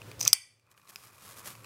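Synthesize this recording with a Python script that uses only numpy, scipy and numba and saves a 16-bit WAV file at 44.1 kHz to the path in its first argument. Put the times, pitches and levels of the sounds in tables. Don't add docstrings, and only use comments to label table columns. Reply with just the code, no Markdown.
import sys
import numpy as np
from scipy import signal
from scipy.fft import rfft, irfft
from scipy.io import wavfile
from scipy.ndimage import uniform_filter1d
from numba import njit

SR = 44100
rng = np.random.default_rng(int(sys.argv[2]) if len(sys.argv) > 2 else 0)


def wrap_up_sound(samples):
    columns = np.atleast_2d(samples).T
    tamed = np.clip(columns, -1, 1)
    steps = np.round(tamed * 32767).astype(np.int16)
    wavfile.write(sys.argv[1], SR, steps)


def boost(x):
    u = np.asarray(x, float) / 20
    return 10 ** u


N = 72765


@njit
def svf(x, hz, width):
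    y, b, l = np.empty(len(x)), 0., 0.
    g, k = np.tan(np.pi * hz / SR), width / hz
    for i in range(len(x)):
        v = (b + g * (x[i] - l)) / (1 + g * (g + k))
        b, l, y[i] = 2 * v - b, l + 2 * g * v, k * v
    return y


def resonate(x, peaks):
    out = 0
    for k, (hz, width, db) in enumerate(peaks):
        mode = svf(x, 1. * hz, 1. * width) * np.sqrt(500 / width)
        out = out + (-1) ** k * boost(db) * mode
    return out


def level(x, db):
    return x * boost(db) / np.sqrt(np.mean(x ** 2))


def colour(x, points):
    p = np.array(points, float)
    hz = np.arange(N // 2 + 1) * SR / N + 1
    curve_db = np.interp(np.log(hz), np.log(p[:, 0]), p[:, 1])
    return irfft(rfft(x) * boost(curve_db), N)


def walk(rate):
    k = max(int(SR / rate), 32)
    held = np.repeat(rng.standard_normal(N // 16)[:N // k + 1], k)
    return uniform_filter1d(uniform_filter1d(held, k), k)[:N]


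def grains(rate, spread_db):
    struck = rng.random(N) < rate / SR
    return struck * rng.standard_normal(N) * boost(spread_db * rng.exponential(size=N))


# time in seconds, gain in dB.
GAIN = [
    (0, -4),
    (.2, -4.5),
    (.26, 1),
    (.33, -17),
    (.345, -22),
    (.4, -27.5),
    (.6, -26.5),
    (.9, -22),
    (1.2, -16),
    (1.65, -10),
]


def gain_db(t):
    return np.interp(t, *np.array(GAIN, float).T)


def hits(table, voice):
    out, t = np.zeros(N + 2048), np.arange(2048) / SR
    grit = rng.standard_normal((len(table), 2048))
    for (s, db, contact_ms, *tone), g in zip(table, grit):
        since = t - s % (1 / SR)
        u = since * 1000 / max(contact_ms, .1)
        strike = 3 * np.sinc(since * SR - 4)
        rough = g * np.clip(u * 8, 0, 1) * np.exp(-np.abs(u) ** 2)
        y = voice(strike + rough, *np.array(tone, float))
        i = int(s * SR)
        out[i:i + 2048] += y / np.abs(y).max() * boost(db - gain_db(s))
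    return out[:N]


def room(x):
    t60_s, damp_hz, lowest_hz = 0.47, 17000, 900
    t = np.arange(SR // 2) / SR
    tail = np.zeros(len(t))
    for hz in lowest_hz * 2 ** (np.arange(13) / 3):
        decay = boost(-60 * t * (1 + (hz / damp_hz) ** 2) / t60_s)
        tail += svf(rng.standard_normal(len(t)), hz, hz / 3) * decay
    tail *= t > .004
    return signal.fftconvolve(x, tail / np.sqrt(np.sum(tail ** 2)))[:N]


# frequency in Hz, density in dB per Hz.
AIR = [(15, -52), (25, -21.5), (117, -12), (206, -15.5), (575, -12.5), (695, -20.5), (1370, -20.5),
       (1520, -22), (16000, -36)]


def air():
    hum_hz, hum_width_hz = 112, 33
    hum = svf(rng.standard_normal(N), 1. * hum_hz, 1. * hum_width_hz)
    hum = svf(hum, 1. * hum_hz, 3. * hum_width_hz)
    phase = 2 * np.pi * np.cumsum(hum_hz * (1 + .05 * walk(8))) / SR
    line = np.sin(phase) * boost(5.0 * walk(10))
    hiss = level(colour(rng.standard_normal(N), AIR), -50) * boost(2.1 * walk(16))
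    return hiss + level(hum, -50) + level(line, -57)


# frequency in Hz, width in Hz, level in dB.
PIVOT = [(1150, 700, -2.5), (1770, 560, -5.5), (2480, 360, -2.5), (3332, 560, -3.5), (4130, 350, -9.5),
         (5100, 500, -13.5), (7000, 1200, -13)]
# start in seconds, level in dB, contact in ms, pitch in Hz.
TICKS = [(.0172, -34.5, 2, 2310), (.032, -52, 1.5, 2790), (.1145, -36, 3, 2310), (.2114, -26, 1.2, 1500),
         (.2116, -38.5, 2, 350), (.33, -28, 1.5, 403.5), (.2588, -26.5, 11, 1100), (.5967, -57, 1.5, 2400),
         (.6666, -63, 2.8, 3000), (.7419, -54.5, 0.77, 6000), (.7768, -45, 3, 1800), (.815, -54, 4.2, 2200),
         (.8477, -52, 0.87, 7000), (.8746, -50, 2.6, 2200), (.959, -29, 0.97, 2900), (.3301, -18, 2, 1150),
         (1.2083, -48, 2, 2520), (1.5523, -38.5, 2.6, 2000), (1.6435, -38, 5, 1730)]


def ticks():
    def knock(x, hz):
        return svf(x + boost(1) * resonate(x, PIVOT), hz, hz / 0.64) + boost(-28) * x
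    return hits(TICKS, knock)


# frequency in Hz, width in Hz, level in dB.
BODY = [(1050, 350, -27.5), (2400, 300, -20), (3520, 300, -17), (4910, 240, -1.5), (6000, 480, -5.5),
        (7900, 280, -12), (8610, 400, -13), (9750, 600, -13), (11300, 1600, -13), (12360, 700, -8),
        (14570, 900, -6.5), (15330, 740, -12)]


def steel(x, hz, width):
    return svf(x, hz, width) * np.sqrt(900 / width) + boost(-2.5) * resonate(x, BODY)


# start in seconds,
# level in dB, contact in ms, pitch in Hz, width in Hz.
SLIPS = [(.1935, -36, 3, 5500, 2350), (.2012, -32.5, .8, 5800, 1500), (.2068, -22.5, 2.5, 5600, 1500),
         (.2114, -14, 1.5, 6000, 497.7), (.2215, -32.5, 1.5, 5500, 1500), (.2255, -23.5, 2.5, 5400, 1490),
         (.2293, -18, 1.3, 5700, 1500), (.2335, -29, 3, 5500, 1500), (.2392, -35.5, 1, 5600, 1500),
         (.2474, -28, 1.2, 6000, 900), (.2514, -16, .6, 5900, 1190), (.2545, -29.5, 3, 5600, 1500),
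         (.2724, -18.5, 0.79, 5340, 3000), (.2738, -19.5, 2, 5300, 2470), (.2763, -14.5, 1.5, 5600, 2060),
         (.2778, -0.5, 0.62, 6000, 600), (.2795, -17, 1.7, 5170, 500), (.287, -27.5, 1.1, 5500, 4000),
         (.9588, -29.5, 0.3, 5100, 500)]


def slips():
    return hits(SLIPS, steel)


def tear():
    start_s, end_s = .199, 0.21
    t = np.arange(N) / SR
    fibres = (rng.random(N) < 2500 / SR) * rng.standard_normal(N) * boost(3.0 * walk(300))
    burst = (t > start_s) * (t < end_s)
    return level(resonate(fibres, BODY), -43) * burst * boost(-gain_db(t))


# start in seconds, level in dB, contact in ms, pitch in Hz, width in Hz.
SNAP = [
    (.3299, 3, 0.76, 5900, 450),
    (.33, -11, 1.5, 3650, 500),
    (.3325, -0.5, 0.27, 8800, 2494),
    (.3336, -9, 2.1, 8500, 1200),
    (.3362, -26, 1, 4940, 900),
    (.3415, -28.5, 1, 8940, 1500),
]


def snap():
    return hits(SNAP, steel)


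# frequency in Hz, width in Hz, level in dB.
RINGS = [(2050, 220, -5.5), (2400, 290, -1.5), (2857, 300, -10), (3337, 420, -4), (4420, 170, -7),
         (4740, 340, 2), (5500, 270, -7.5), (6050, 220, -2), (7700, 1400, -4.5), (8500, 370, 2.5),
         (9870, 500, -2), (11600, 2500, -4.5)]


def ring():
    def jolt(x, hz, width):
        return 1. * (x == x.max())
    push = hits(SNAP, jolt) + boost(-1.5) * hits(SLIPS, jolt)
    return resonate(push, RINGS) + boost(-20) * push


def punch():
    bite = tear() + slips()
    ringing = ring()
    return bite + snap() + room(boost(-14.5) * bite + boost(1.5) * ringing)


# frequency in Hz, density in dB per Hz.
LEATHER = [(120, -14.5), (200, 5), (245, -7), (558, -4), (791, -6), (1160, -3.5), (3560, -6.5), (12400, -5),
           (16000, -14)]
# frequency in Hz, width in Hz, level in dB.
HAND = [(1150, 220, 8.5), (2514, 120, -1)]
# peak in seconds, level in dB, rise in seconds, fall in seconds.
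STROKES = [(.716, -59, 0.0068, 0.00673), (0.779, -63, 0.0087, 0.03), (0.897, -51, .014, 0.01),
           (.925, -61, 0.0074, 0.042), (1.069, -54, 0.075, 0.024), (1.151, -59, 0.023, 0.067),
           (1.252, -52, 0.024, .03), (1.307, -52, 0.039, 0.043), (1.385, -45, 0.013, 0.021),
           (1.454, -49, 0.0088, 0.017), (1.476, -38.5, 0.0098, 0.0079), (1.506, -47, 0.017, 0.02),
           (1.58, -59.5, .04, 0.14)]


def leather():
    t = np.arange(N) / SR
    force = np.zeros(N)
    for s, db, rise, fall in STROKES:
        force += boost(db) * np.exp(-np.abs(t - s) / np.where(t < s, rise, fall))
    rub = level(colour(grains(5000, -1), LEATHER), 0) * force * boost(1.6 * walk(180))
    grip = np.sqrt(uniform_filter1d(force, SR // 12) * boost(-57.5)) * (t > .62)
    creak = level(resonate(grains(1500, -1), HAND), -4.5) * grip * boost(2.0 * walk(59.6))
    return (rub + creak) * boost(-gain_db(t))


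def scene():
    tool, hands = punch(), ticks() + leather()
    return (tool + hands + boost(-19.5) * room(hands) + air())[None]


def roll_off(x):
    return signal.sosfilt(signal.butter(12, 16470, fs=SR, output="sos"), x)


def record(dry):
    gained = dry * boost(gain_db(np.arange(N) / SR))
    band_limit = signal.ellip(7, .2, 40, 15750, fs=SR, output="sos")
    mix = np.clip(signal.sosfilt(band_limit, gained), -1, 1)
    return roll_off(mix)


dry = scene()
out = record(dry)
wrap_up_sound(out)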